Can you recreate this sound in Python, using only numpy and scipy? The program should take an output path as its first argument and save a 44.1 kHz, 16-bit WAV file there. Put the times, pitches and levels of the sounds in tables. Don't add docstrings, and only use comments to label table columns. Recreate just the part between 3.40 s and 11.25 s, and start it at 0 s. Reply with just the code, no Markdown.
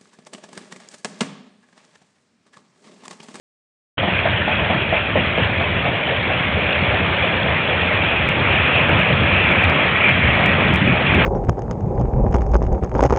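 import sys
import numpy as np
from scipy import signal
from scipy.fft import rfft, irfft, next_fast_len
from scipy.io import wavfile
from scipy.ndimage import uniform_filter1d, minimum_filter1d, map_coordinates

SR = 44100
rng = np.random.default_rng(int(sys.argv[2]) if len(sys.argv) > 2 else 0)


def to_wav(sig):
    pcm = np.clip(np.atleast_2d(sig), -1, 1) * 32767
    pcm = np.round(pcm).astype(np.int16)
    wavfile.write(sys.argv[1], SR, pcm.T)


def volts(x):
    e = np.asarray(x, float) / 20
    return 10 ** e


N = 346185


def unit(x):
    return x / np.sqrt(np.mean(x ** 2) + 1e-20)


def along(points, hz):
    f, level_db = np.transpose(points)
    return volts(np.interp(np.log(hz + 1), np.log(f + 1), level_db))


def curves(rows):
    s, *columns = np.transpose(rows)
    return [np.interp(np.arange(N) / SR, s, column) for column in columns]


def swells(rows, half_s):
    t = np.arange(N) / SR
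    return sum(np.outer(size, np.exp(-((t - s) / half_s) ** 2)) for s, *size in rows)


def wobble(rate):
    return map_coordinates(rng.standard_normal(N // 20), [np.arange(N) * rate / SR])


def filtered(x, response):
    m = next_fast_len(len(x) + 8192)
    return irfft(rfft(x, m) * response(np.fft.rfftfreq(m, 1 / SR)), m)[:len(x)]


def resonance(hz, width_hz):
    return lambda f: 1j * f * width_hz / (hz * hz - f * f + 1j * f * width_hz)


def narrow(hz, width_hz):
    drift = [unit(filtered(v, lambda f: 1 / (1 + (2 * f / width_hz) ** 2)))
             for v in rng.standard_normal((2, N))]
    phase = 2 * np.pi * np.cumsum(hz * np.ones(N)) / SR
    return unit(drift[0] * np.cos(phase) + drift[1] * np.sin(phase))


def rush(spectrum, patchy_db, grain_db, rate):
    contacts = rng.standard_normal(N) * volts(grain_db * np.minimum(wobble(rate), 2.3))
    z = signal.stft(contacts, nperseg=1024)[2]
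    field = uniform_filter1d(rng.standard_normal(z.shape), 6, axis=0)
    field = uniform_filter1d(field, 4, axis=1)
    x = signal.istft(z * volts(patchy_db * unit(field)), nperseg=1024)[1][:N]
    return unit(filtered(x, lambda hz: along(spectrum, hz)))


# (t/s, rolling speed and nearness level/dB, axle load level/dB)
TRAIN = [(.6, -23, -25), (1.1, -22.5, -25), (1.6, -23.5, -26), (2.1, -22.5, -22.5), (2.6, -23.5, -27),
         (3, -21.5, -26), (3.5, -20, -23.5), (4.1, -20.5, -24), (4.7, -20, -23), (5.3, -18, -22),
         (5.7, -18.5, -19), (6.2, -17.5, -22), (6.55, -18, -25), (6.9, -18, -19), (7.2, -18, -19.5),
         (7.5, -21, -16), (7.85, -16.5, -18)]


def train():
    roll_db, load_db = curves(TRAIN)
    return roll_db, load_db


def follow(part, control_db):
    reference_db = -21
    return part[0] + part[1] * (control_db - reference_db)


# (f/Hz, level/dB per Hz)
BODY_SPECTRUM = [(15, -58), (25, -30), (74, -0.5), (91, 2.5), (130, -9), (170, -34), (290, -120)]
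# (f/Hz, level/dB per Hz)
BOGIE_SPECTRUM = [(71, -29), (120, 0.5), (189, 0.5), (253, -7), (400, -12.5), (520, -39), (880, -120)]
# (t/s, car body swell level/dB, bogie swell level/dB)
LURCH = [(.93, 12, -2), (1.2, 6, 0), (1.35, -8, 5), (1.53, 3, 0), (1.78, -1, 7.5), (2.04, 9, 0),
         (2.36, 8.5, 3), (2.78, 6.5, -0.5), (3.15, 7, -0.5), (3.4, 2.5, 1), (3.62, 3.5, 1.5),
         (3.82, 6, -2.5), (3.92, -3, -3), (4.2, -12, 3), (4.75, 1.5, 2), (5.1, 4, -2), (5.3, -11, 0.5),
         (5.55, 6, 4), (5.65, -6.5, -5), (6.05, 2.5, 0), (6.16, -4, 3.5), (6.28, 9, 3.5), (6.37, -7.5, 4.5),
         (6.86, 8, 0.5), (7.1, 2, 1.5), (7.19, -6, -0.5), (7.32, 4, 5), (7.51, -3, 4.5), (7.64, -10, 1),
         (7.79, 3.5, 4.5)]
LURCH_S = .04
BODY_PART, BOGIE_PART = (-25, .9), (-24.5, 0.9)


def rumble():
    load_db = train()[1]
    body_swell_db, bogie_swell_db = swells(LURCH, LURCH_S)
    body_db = follow(BODY_PART, load_db) + body_swell_db + .8 * wobble(11)
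    bogie_db = follow(BOGIE_PART, load_db) + bogie_swell_db + 0.7 * wobble(18)
    body = volts(body_db) * rush(BODY_SPECTRUM, patchy_db=0.5, grain_db=2.0, rate=100)
    bogie = volts(bogie_db) * rush(BOGIE_SPECTRUM, patchy_db=1.8, grain_db=1.5, rate=200)
    return body + bogie


# (f/Hz, level/dB per Hz)
RAIL_SPECTRUM = [(150, -21), (250, -8.5), (408, -3.5), (584, 1.5), (792, -3.5), (1100, -9.5), (1430, -31),
                 (2420, -120)]
# (f/Hz, level/dB per Hz)
SIDE_SPECTRUM = [(530, -29.5), (900, -3), (1270, 0), (1520, -1.5), (1800, -1.5), (2340, -17.5),
                 (3960, -120)]
# (f/Hz, level/dB per Hz)
WHEEL_SPECTRUM = [(940, -31.5), (1600, -4), (2060, -2.5), (2500, -1), (2920, -4), (3330, -6), (3600, -15),
                  (4680, -51), (7920, -120)]
# (f/Hz, level/dB per Hz)
EDGE_SPECTRUM = [(2060, -28), (3500, -0.5), (4120, -14), (4370, -24.5), (4570, -42.5), (5940, -69),
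                 (10100, -120)]
RAIL_PART, SIDE_PART, WHEEL_PART = (-26.5, 0.7), (-28.5, 1.1), (-24, 0.51)


def rolling():
    roll_db = train()[0]
    jolt = wobble(9)
    wheel_base_db = follow(WHEEL_PART, roll_db)
    rail_db = follow(RAIL_PART, roll_db) + 0.46 * jolt + .9 * wobble(19)
    side_db = follow(SIDE_PART, roll_db) + 0.29 * jolt + 0.16 * wobble(12)
    wheel_db = wheel_base_db - 0.5 + 0.14 * jolt + 0.14 * wobble(18)
    edge_db = wheel_base_db - 17 + .6 * wobble(30)
    rail = volts(rail_db) * rush(RAIL_SPECTRUM, patchy_db=1.02, grain_db=1.0, rate=300)
    sides = volts(side_db) * rush(SIDE_SPECTRUM, patchy_db=1.5, grain_db=2.0, rate=300)
    wheels = volts(wheel_db) * rush(WHEEL_SPECTRUM, patchy_db=2.3, grain_db=1.5, rate=300)
    edge = volts(edge_db) * rush(EDGE_SPECTRUM, patchy_db=.8, grain_db=6.3, rate=650)
    return rail + shake() * (sides + wheels) + edge


BLUR_FROM_S, BLUR_S_PER_S, BLUR_MAX_S = 2.0, .05, 0.016


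def smear(s):
    return np.clip((s - BLUR_FROM_S) * BLUR_S_PER_S / BLUR_MAX_S, 0, 1)


# (t/s, peak level/dB, ring f/Hz, thud level/dB)
FLAT = [(0.63, -12, 695, 4), (0.677, -11.5, 710, 5), (0.855, -6.5, 662, -14), (1.078, -8, 712, -10),
        (1.301, -5, 720, -6), (1.526, -6.5, 667, -2.5), (1.756, -4.5, 593, -6), (1.978, -9, 540, 2.5),
        (2.2, -9, 610, -4), (2.45, -7, 633, -16), (2.67, -7, 610, -15), (2.895, -9, 636, -9),
        (3.16, -10, 520, -8.5), (3.368, -19, 547, -4.5), (3.597, -19, 643, 3), (3.824, -8.5, 585, -9),
        (4.04, -9, 560, -8), (4.273, -9.5, 542, -10.5), (4.5, -10.5, 560, -12), (4.958, -18, 550, -8),
        (5.274, -10.5, 614, -14), (5.485, -11, 568, 2), (5.69, -7, 565, -9.5), (5.9, -9.5, 593, -7.5),
        (6.88, -11, 740, -7.5), (6.99, -6.5, 684, -10), (7.246, -11.5, 452, -7), (7.794, -9, 525, -3.5)]
BANG_T60_S, CLANK_DB = .2, -9
SMEAR_T60_S, SMEAR_DB = 0.047, 3
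RING_WIDTH_HZ, SMEARED_WIDTH_HZ = 410, 300


def flat_spot():
    out, t = np.zeros(N + SR), np.arange(SR // 2) / SR
    thud_mode, clank_mode = resonance(170, 150), resonance(1500, 1200)
    for s, db, hz, thud_db in FLAT:
        noise = rng.standard_normal((3, len(t)))
        far = smear(s)
        rise = 1 - np.exp(-t / (.002 + far * BLUR_MAX_S))
        rail_mode = resonance(hz, RING_WIDTH_HZ + far * (SMEARED_WIDTH_HZ - RING_WIDTH_HZ))
        blow = 1.9 * (1 - far) * np.sin(2 * np.pi * hz * t) * volts(-60 * t / 0.049)
        rail = unit(filtered(noise[0], lambda f: rail_mode(f) ** 2))
        rail = rail * volts(-60 * t / (BANG_T60_S + SMEAR_T60_S * far))
        thud = unit(filtered(noise[1], lambda f: thud_mode(f) ** 2))
        thud = thud * volts(thud_db - 2.0 - 60 * t / 0.16)
        clank = unit(filtered(noise[2], lambda f: clank_mode(f) ** 2))
        clank = clank * volts(CLANK_DB - 14.5 - 6 * far - 60 * t / .12)
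        bang = blow + rise * (rail + thud + clank)
        out[round(s * SR):][:len(t)] += volts(db - 9.5 + far * SMEAR_DB) * bang
    return out[:N]


SHAKE_DB, SHAKE_S = -1.5, 0.078


def shake():
    blows = np.zeros(N)
    for s, db, *_ in FLAT:
        blows[round(s * SR)] = volts(db + SHAKE_DB) * (1 - 0.46 * smear(s))
    return 1 + filtered(blows, lambda f: SR / (1 / SHAKE_S + 2j * np.pi * f))


# (t/s, swell level/dB, shift f/Hz)
SING = [(.76, 4, -100), (1.16, 5, 70), (1.58, 10, 80), (1.8, 2.5, 20), (2.25, 1.5, -20), (2.6, 2.5, -50),
        (2.86, 4, -60), (3.3, 0, 60), (3.9, 3, 15), (4.51, 3, -40), (5.0, 0.5, -30), (5.39, 5, 70),
        (5.62, 1.5, 60), (5.97, 2, 90), (6.13, -2, -60), (6.41, 3, -30.5), (6.67, 6.5, -30),
        (6.83, 5, -180), (6.95, 3, -180), (7.07, 1.5, -29.5), (7.3, 2, -39.5), (7.52, 4.5, 29.5),
        (7.7, 4.5, 70)]
SING_S = .05
RING_PART, RIM_PART = (-26, 1.8), (-40, .3)
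RING_HZ, RING_DRIFT_HZ = 2399, 44.95


def discs():
    roll_db = train()[0]
    swell_db, shift_hz = swells(SING, SING_S)
    hz = RING_HZ + shift_hz + RING_DRIFT_HZ * wobble(4)
    ring_db = follow(RING_PART, roll_db) + swell_db - 2.5 + 2.2 * wobble(10)
    rim_db = follow(RIM_PART, roll_db) + 2.5 * wobble(12)
    ring = volts(ring_db) * narrow(hz + 60 * wobble(25), width_hz=540)
    return ring + volts(rim_db) * narrow(3310, width_hz=130)


# (nearest t/s, half length t/s, level/dB)
WHINE_PASS = [
    (7.05, .7, -32),
    (6.2, .55, -39),
]
WHINE_HZ, WHINE_FAR_DB = 1927, -44.5


def bearing():
    t = np.arange(N) / SR
    near = np.clip(t - 4, 0, 1)
    third, second = [volts(WHINE_FAR_DB) + volts(db) * np.exp(-((t - s) / half_s) ** 4)
                     for s, half_s, db in WHINE_PASS]
    third = third * volts(3 * wobble(9)) * narrow(WHINE_HZ + 8 * wobble(3), width_hz=60)
    second = second * narrow(WHINE_HZ * 2 / 3, width_hz=40)
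    return near * (third + second)


# (f/Hz, level/dB)
TREBLE_CUT = [(3300, 0), (3700, -8), (4100, -24), (4600, -60), (9000, -120)]


def scene():
    steel = filtered(discs() + flat_spot(), lambda hz: along(TREBLE_CUT, hz))
    return (rumble() + rolling() + steel + bearing())[None]


# (t/s, gain level/dB)
START = [
    (.571, -120),
    (.572, -50),
    (.574, -16),
    (.578, -20),
    (.5795, 2.5),
    (.585, 0.5),
]


def late_start(x):
    return x * volts(curves(START)[0])


# (t/s, splatter level/dB)
CREST = [(4.888, -27), (5.4924, -33.5), (5.6008, -34.5), (6.115, -34.5), (6.2387, -29.5), (6.297, -33.5),
         (6.69, -43.5), (7.04, -47), (7.0605, -25.5), (7.1167, -44.5), (7.3375, -31), (7.346, -32),
         (7.3591, -26), (7.4759, -36.5), (7.5229, -43), (7.7455, -30), (7.7874, -59.5)]
# (t/s, splatter level/dB)
AFTER = [
    (6.1192, -55),
    (6.2418, -56.5),
    (7.7496, -52),
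]
TOP = .7


def ticks(x):
    t = np.arange(-200, 201) / SR
    push = 0.63 * np.exp(-(t / 0.00049) ** 2)
    ping = np.cos(2 * np.pi * 2400 * t) * np.exp(-(t / 0.0011) ** 2)
    tick = (push + ping) / (1 + push.max())
    out = np.zeros(N)
    for s, db in CREST + AFTER:
        at = round(s * SR) + 35
        at += np.argmax(np.abs(x[at:at + 50]))
        out[at - 200:at + 201] += tick * (np.sign(x[at]) * (TOP + volts(db + 6.0)) - x[at])
    return out


# (t/s, peak level/dB, f/Hz)
FAINT = [(4.8944, -48, 4710), (5.4974, -57, 4700), (6.1264, -71.5, 4880), (6.2981, -33, 4800),
         (6.3175, -65, 4700), (6.6944, -44.5, 4800), (7.0684, -47.5, 4700), (7.0774, -69, 4710),
         (7.1157, -55, 4700), (7.1234, -66.5, 4720), (7.3704, -65.5, 4700), (7.4874, -70, 4700),
         (7.5324, -64, 4700)]


def blips():
    out, t = np.zeros(N), np.arange(-200, 201) / SR
    for s, db, hz in FAINT:
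        speck = np.cos(2 * np.pi * hz * t) * np.exp(-(t / .0005) ** 2)
        out[round(s * SR) - 140:][:len(t)] += volts(db) * speck
    return out


def peak_control(x):
    need = np.minimum(1, .63 / (np.abs(x) + 1e-9))
    return x * uniform_filter1d(minimum_filter1d(need, size=161), size=81)


def top_cut(x):
    return signal.sosfilt(signal.butter(12, 15870, fs=SR, output="sos"), x)


def record(dry):
    x = filtered(dry[0], lambda hz: 1 / (1 + (46 / (hz + 1)) ** 3.6))
    x = late_start(peak_control(x))
    x = filtered(x, lambda hz: 1 / (1 + (hz / 4600) ** 40))
    x = x * (np.arange(N) > .57 * SR)
    x = np.clip(x + ticks(x), -TOP, TOP) + blips()
    return top_cut(x[None])


dry = scene()
out = record(dry)
to_wav(out)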